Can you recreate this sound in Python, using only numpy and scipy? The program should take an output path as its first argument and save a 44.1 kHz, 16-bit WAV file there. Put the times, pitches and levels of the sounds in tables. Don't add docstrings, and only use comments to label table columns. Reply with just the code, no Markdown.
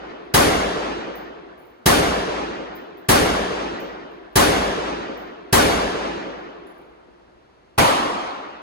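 import sys
import numpy as np
from scipy import signal
from scipy.fft import rfft, irfft, next_fast_len
from scipy.io import wavfile
from scipy.ndimage import uniform_filter1d, minimum_filter1d

SR = 44100
rng = np.random.default_rng(int(sys.argv[2]) if len(sys.argv) > 2 else 0)


def wrap_up_sound(samples):
    columns = np.atleast_2d(samples).T
    tamed = np.clip(columns, -1, 1)
    steps = np.round(tamed * 32767).astype(np.int16)
    wavfile.write(sys.argv[1], SR, steps)


N = 380141

# (t/s, level/dB, lane: 0 near or 1 far)
SHOT_EVENTS = [(-.83, -1.5, 0), (.337, -2.8, 0), (1.856, -2.8, 0), (3.0845, -2.8, 0), (4.354, -2.8, 0),
               (5.524, -2.8, 0), (7.776, -3.5, 1)]
# (f/Hz, early level/dB, late level/dB)
NEAR_COLOUR = [(34, -32, -40), (58, -9, -31), (100, -13, -31), (150, -10, -21.5), (220, -11.5, -17.5),
               (420, -13, -12), (760, -11, -12), (1100, -9.5, -13), (1750, -8.5, -14.5), (2400, -14, -17.5),
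               (3200, -11, -15.5), (4300, -12, -18), (5500, -12.5, -17), (8300, -14, -19),
               (10500, -11, -14.5), (16000, -16, -23)]
FAR_COLOUR = [(30, -54, -52), (50, -13, -27), (110, -6, -35), (180, -13, -27), (280, -10, -16),
              (420, -15, -18.5), (700, -8, -12), (1000, -6, -8.5), (1250, -8, -10), (1600, -13, -17),
              (1950, -8.5, -16), (2400, -15, -18), (3200, -15, -17.5), (6000, -20, -21), (8300, -22, -22),
              (10500, -19, -18), (16000, -23, -30)]
# (f/Hz, correlation with the lane's echo pattern)
PATTERN_CORRELATION = [(100, .93), (400, .97), (900, .93), (1800, .84), (3500, .66), (6500, .45),
                       (16000, .2)]
# (f/Hz, share of the amplitude that gathers later)
LATE_SHARE = [(150, .3), (500, .4), (1200, .55), (2500, .45), (5000, .2), (12000, .05)]
# (f/Hz, level/dB re the late level)
COUPLED_ROOMS = [(100, -30), (330, -19.5), (700, -21), (1500, -20), (3000, -29), (5000, -42), (9000, -80)]
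# (f/Hz, relative level/dB, T60/s)
STANDING_WAVES = [(52.5, -7, 1.6), (56, -5, 1.6), (88, 1, .9), (145, -8, 1.3), (183, -6, 1.9), (223, 1, .9),
                  (262, -6, 1.5), (288, -2, 1.3), (307, -12, 2.8), (346, -11, 3.2), (364, -7, 3.4),
                  (399, 1, 1.4), (422, -5, 2.0), (495, -7, 1.5), (552, 3, 1.1), (645, -15, 1.6),
                  (712, -12, 1.5), (893, -8, 1.6), (1000, -5, 1.0), (1100, -7, 1.2), (1195, -8, 1.0),
                  (1615, -9, 1.2), (1808, -10, 1.2), (2027, -10, 1.2)]
# (t/s, level/dB, shift of the lower modes/dB, relative tick level/dB, factor on T60)
HISS_AND_IMPACTS = [(.249, -80, -4, 6, .5), (1.156, -47, -20, -10, .65), (1.578, -62, -8, -18, 1.1),
                    (1.653, -63, -20, -30, 1.2), (2.754, -47, -20, -10, .6), (2.973, -53, -22, -10, .7),
                    (3.799, -48, -22, -10, .8), (4.112, -72, -8, -14, 1.1), (4.327, -70, -10, -12, 1.1),
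                    (5.174, -56, -20, -12, .9), (6.38, -70, -14, -2, .8), (6.67, -65, 1, -22, 1.2),
                    (6.776, -68, -6, -30, 1.1)]
# (f/Hz, relative level/dB, T60/s)
CASE_MODES = [(7300, -10, .5), (10700, 0, .5), (11150, -8, .45), (14900, -4, .45), (15080, -4, .45),
              (15300, -13, .2)]
# (f/Hz, relative spectral density level/dB)
VENT_SPECTRUM = [(20, -36), (38, -14), (55, -6.5), (90, -18), (180, -16), (290, -15.5), (360, -10.5),
                 (430, -14), (520, -15), (1000, -18), (2000, -26.5), (3000, -31), (4500, -34.5),
                 (8000, -48), (11000, -52), (16000, -72)]
# (f/Hz, left-right correlation)
MIC_CORRELATION = [(35, .9), (70, .4), (120, .99), (200, .95), (300, .7), (700, .3), (3000, .35),
                   (6000, .4), (16000, .5)]
# (f/Hz, left level/dB re right)
MIC_BALANCE = [(150, -.5), (600, .8), (2500, .6), (5000, -.6), (12000, 0)]

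NEAR, FAR = 0, 1
SHOT_SAMPLES, FRAME, HOP = 3 * SR, 1024, 256
RISE_S, BUILD_UP_S = (.0045, .006), .022
CRACK_HZ, CRACK_DB, CRACK_T60, CRACK_RISE_S = 3500, (-20, -30), .07, .0035
BOOTH_T60, WALL_T60, COUPLED_T60 = .26, (2.0, 1.7), 3.6
PANEL_HZ, PANEL_T60 = 160, 5.0
HOLLOW_HZ, HOLLOW_OCTAVES, HOLLOW_SHARE = 360, .6, .07
AIR_T60, AIR_EXPONENT = 1.3, 1.8
BACKSTOP_DELAY_S, BACKSTOP_RISE_S, BACKSTOP_T60 = .1, .06, .44
BACKSTOP_DB, BACKSTOP_TILT_DB = (-7, -10), (-4.2, -1.2)
THROB_DB, THROB_HZ = 3.5, 350
PULSE_HZ, PULSE_HALF_WIDTH_S, PULSE_DB = 64, .016, -13.5
FIRST_ARRIVAL_S, ROUND_TRIP_S, TRIP_GAIN_DB = .03, .103, -6
MODES_DB, VENT_DB = -17.3, -57
LEFT_LEAD_S, BAND_LIMIT_HZ = 20 / SR, 16400


def gunshots(mix, lane, resonance):
    envelope = reverberant_envelope(lane)
    t = np.arange(SHOT_SAMPLES) / SR
    rise = 1 - np.exp(-(t / RISE_S[lane]) ** 2)
    pattern = diffuse_field(SHOT_SAMPLES)
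    correlation = at_frequency(PATTERN_CORRELATION, np.fft.rfftfreq(SHOT_SAMPLES, 1 / SR))
    for start, db, _ in (shot for shot in SHOT_EVENTS if shot[2] == lane):
        noise = irfft(blend(pattern, diffuse_field(SHOT_SAMPLES), correlation))
        frames = signal.stft(noise, nperseg=FRAME, noverlap=FRAME - HOP)[2]
        frames *= envelope[:, :frames.shape[2]]
        echoes = signal.istft(frames, nperseg=FRAME, noverlap=FRAME - HOP)[1][:, :SHOT_SAMPLES]
        add(mix, start, gain_of(db) * (rise * (resonance + echoes) + direct_crack(lane)))


def direct_crack(lane):
    t = np.arange(SHOT_SAMPLES) / SR
    hiss = filtered_noise(2, CRACK_HZ, "highpass", len(t))
    rise = 1 - np.exp(-(t / CRACK_RISE_S) ** 2)
    return hiss * gain_of(CRACK_DB[lane] - 60 * t / CRACK_T60) * rise


def reverberant_envelope(lane):
    hz = np.fft.rfftfreq(FRAME, 1 / SR)[:, None]
    t = np.arange(SHOT_SAMPLES // HOP + 2) * HOP / SR
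    bands = np.array(FAR_COLOUR if lane == FAR else NEAR_COLOUR)
    early_db, late_db = at_frequency(bands[:, [0, 1]], hz), at_frequency(bands[:, [0, 2]], hz)
    early = gain_of(early_db - 60 * t / BOOTH_T60)
    late = gain_of(late_db - 60 * t / reverberation_time(hz, lane))
    backstop_db = late_db + BACKSTOP_DB[lane] + BACKSTOP_TILT_DB[lane] * np.log2((hz + 60) / 1000)
    age = t - BACKSTOP_DELAY_S
    backstop = np.clip(age / BACKSTOP_RISE_S, 0, 1) * gain_of(backstop_db - 60 * age / BACKSTOP_T60)
    coupled = gain_of(late_db + at_frequency(COUPLED_ROOMS, hz) - 60 * t / COUPLED_T60)
    envelope = np.sqrt(early ** 2 + late ** 2 + backstop ** 2 + coupled ** 2)
    envelope *= 1 - at_frequency(LATE_SHARE, hz) * np.exp(-(t / BUILD_UP_S) ** 2)
    if lane == NEAR:
        swell = np.cos(2 * np.pi * (t - FIRST_ARRIVAL_S) / ROUND_TRIP_S)
        envelope *= gain_of(THROB_DB * swell / (1 + (hz / THROB_HZ) ** 2))
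    envelope *= np.sqrt(SR / (hz + 20))
    envelope *= 1 - .45 * np.exp(-t * hz / 3)
    clumps = uniform_filter1d(rng.standard_normal(envelope.shape), size=5, axis=0)
    clumps = uniform_filter1d(clumps, size=7, axis=1)
    return envelope * gain_of(1.8 * clumps / clumps.std() - .45)


def reverberation_time(hz, lane):
    hollow = HOLLOW_SHARE * np.exp(-(np.log2((hz + 1) / HOLLOW_HZ) / HOLLOW_OCTAVES) ** 2)
    walls = (1 - hollow) / WALL_T60[lane]
    panels = 1 / PANEL_T60 / (1 + (hz / PANEL_HZ) ** 4)
    air = (hz / 10000) ** AIR_EXPONENT / AIR_T60
    return 1 / (walls + panels + air)


def hall_modes():
    t = np.arange(SHOT_SAMPLES) / SR
    phases = np.pi * rng.uniform(-1, 1, (len(STANDING_WAVES), 2, 1))
    ring = 0
    for (hz, db, t60), phase in zip(STANDING_WAVES, phases):
        spread = min((hz / 450) ** 2, 1)
        ring += gain_of(db - 60 * t / t60) * np.sin(2 * np.pi * hz * t + spread * phase)
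    return gain_of(MODES_DB) * ring * (1 - np.exp(-t / .02))


def flutter_echo():
    trip = np.arange(8)[:, None]
    t = np.arange(SR) / SR - FIRST_ARRIVAL_S - trip * ROUND_TRIP_S
    pulses = np.exp(-(t / PULSE_HALF_WIDTH_S) ** 2) * np.sin(2 * np.pi * PULSE_HZ * t)
    train = (gain_of(PULSE_DB + TRIP_GAIN_DB * trip) * pulses).sum(0)
    return np.pad(train, (0, SHOT_SAMPLES - SR)) * gain_of([[2], [-2]])


def hiss_and_cases(mix):
    t = np.arange(SR // 2) / SR
    attack_s = .002
    attack = np.minimum(t / attack_s, 1)
    for start, db, lower_db, tick_db, t60_factor in HISS_AND_IMPACTS:
        draws = rng.uniform(-1, 1, (4, len(CASE_MODES))).T
        grit = filtered_noise(3, 350, "lowpass", len(t))
        chatter = grit / grit.std() * (.35 + .8 * np.exp(-t / .025))
        ring = 0
        for (hz, mode_db, t60), (detune, phase, spin, strike) in zip(CASE_MODES, draws):
            struck_db = mode_db + 4 * strike + lower_db * (hz < 13000)
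            decay = gain_of(struck_db - 60 * t / (t60 * t60_factor))
            waver = .7 + .4 * np.sin(np.pi * phase + 2 * np.pi * (30 + 12 * spin) * t)
            ring += decay * np.sin(2 * np.pi * hz * (1 + .005 * detune) * t) * (waver + chatter)
        hiss = filtered_noise(2, [9000, 15000], "bandpass", len(t))
        tick = hiss * gain_of(tick_db + 3 - 60 * t / .09)
        add(mix, start - attack_s, gain_of(db) * (ring * gain_of([[1], [-1]]) + tick) * attack)


def ventilation():
    size = next_fast_len(N)
    colour = gain_of(at_frequency(VENT_SPECTRUM, np.fft.rfftfreq(size, 1 / SR)))
    rush = irfft(diffuse_field(size) * colour, size)[:, :N]
    return gain_of(VENT_DB) * rush / rush.mean(0).std()


def diffuse_field(size):
    hz = np.fft.rfftfreq(size, 1 / SR)
    left, independent = rfft(rng.standard_normal((2, size)))
    delayed = left * np.exp(-2j * np.pi * hz * LEFT_LEAD_S)
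    right = blend(delayed, independent, at_frequency(MIC_CORRELATION, hz))
    return np.array([left, right]) * gain_of(at_frequency(MIC_BALANCE, hz) / 2 * [[1], [-1]])


def blend(a, b, correlation):
    return correlation * a + np.sqrt(1 - correlation ** 2) * b


def filtered_noise(order, hz, kind, size):
    return signal.lfilter(*signal.butter(order, hz, kind, fs=SR), rng.standard_normal((2, size)))


def gain_of(db):
    return 10 ** (np.asarray(db) / 20)


def at_frequency(table, hz):
    f, value = np.transpose(table)
    return np.interp(np.log(hz + 1), np.log(f + 1), value)


def add(mix, start, sound):
    at = round(start * SR)
    part = mix[:, max(at, 0):][:, :sound.shape[1] + min(at, 0)]
    part += sound[:, max(-at, 0):][:, :part.shape[1]]


def scene():
    mix = ventilation()
    gunshots(mix, NEAR, resonance=hall_modes() + flutter_echo())
    gunshots(mix, FAR, resonance=0)
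    hiss_and_cases(mix)
    return mix


def record(dry):
    threshold_db, slope, hold_s = -11.5, .9, .37
    level_db = 10 * np.log10(abs(uniform_filter1d((dry ** 2).mean(0), size=1500)) + 1e-12)
    half_hold = round(hold_s * SR / 2)
    held_db = -minimum_filter1d(-level_db, size=2 * half_hold + 1, origin=half_hold)
    fall_db = 35 * np.arange(N) / SR
    tracked_db = np.maximum.accumulate(held_db + fall_db) - fall_db
    excess_db = np.maximum(tracked_db - threshold_db, 0)
    ducked = dry / gain_of(slope * uniform_filter1d(excess_db, size=500))
    saturated = 1.3 * np.tanh(ducked / 1.3)
    lowpass = signal.firwin(511, BAND_LIMIT_HZ, window=("kaiser", 9), fs=SR)
    return signal.oaconvolve(saturated, lowpass[None], "same", axes=1)


dry = scene()
out = record(dry)
wrap_up_sound(out)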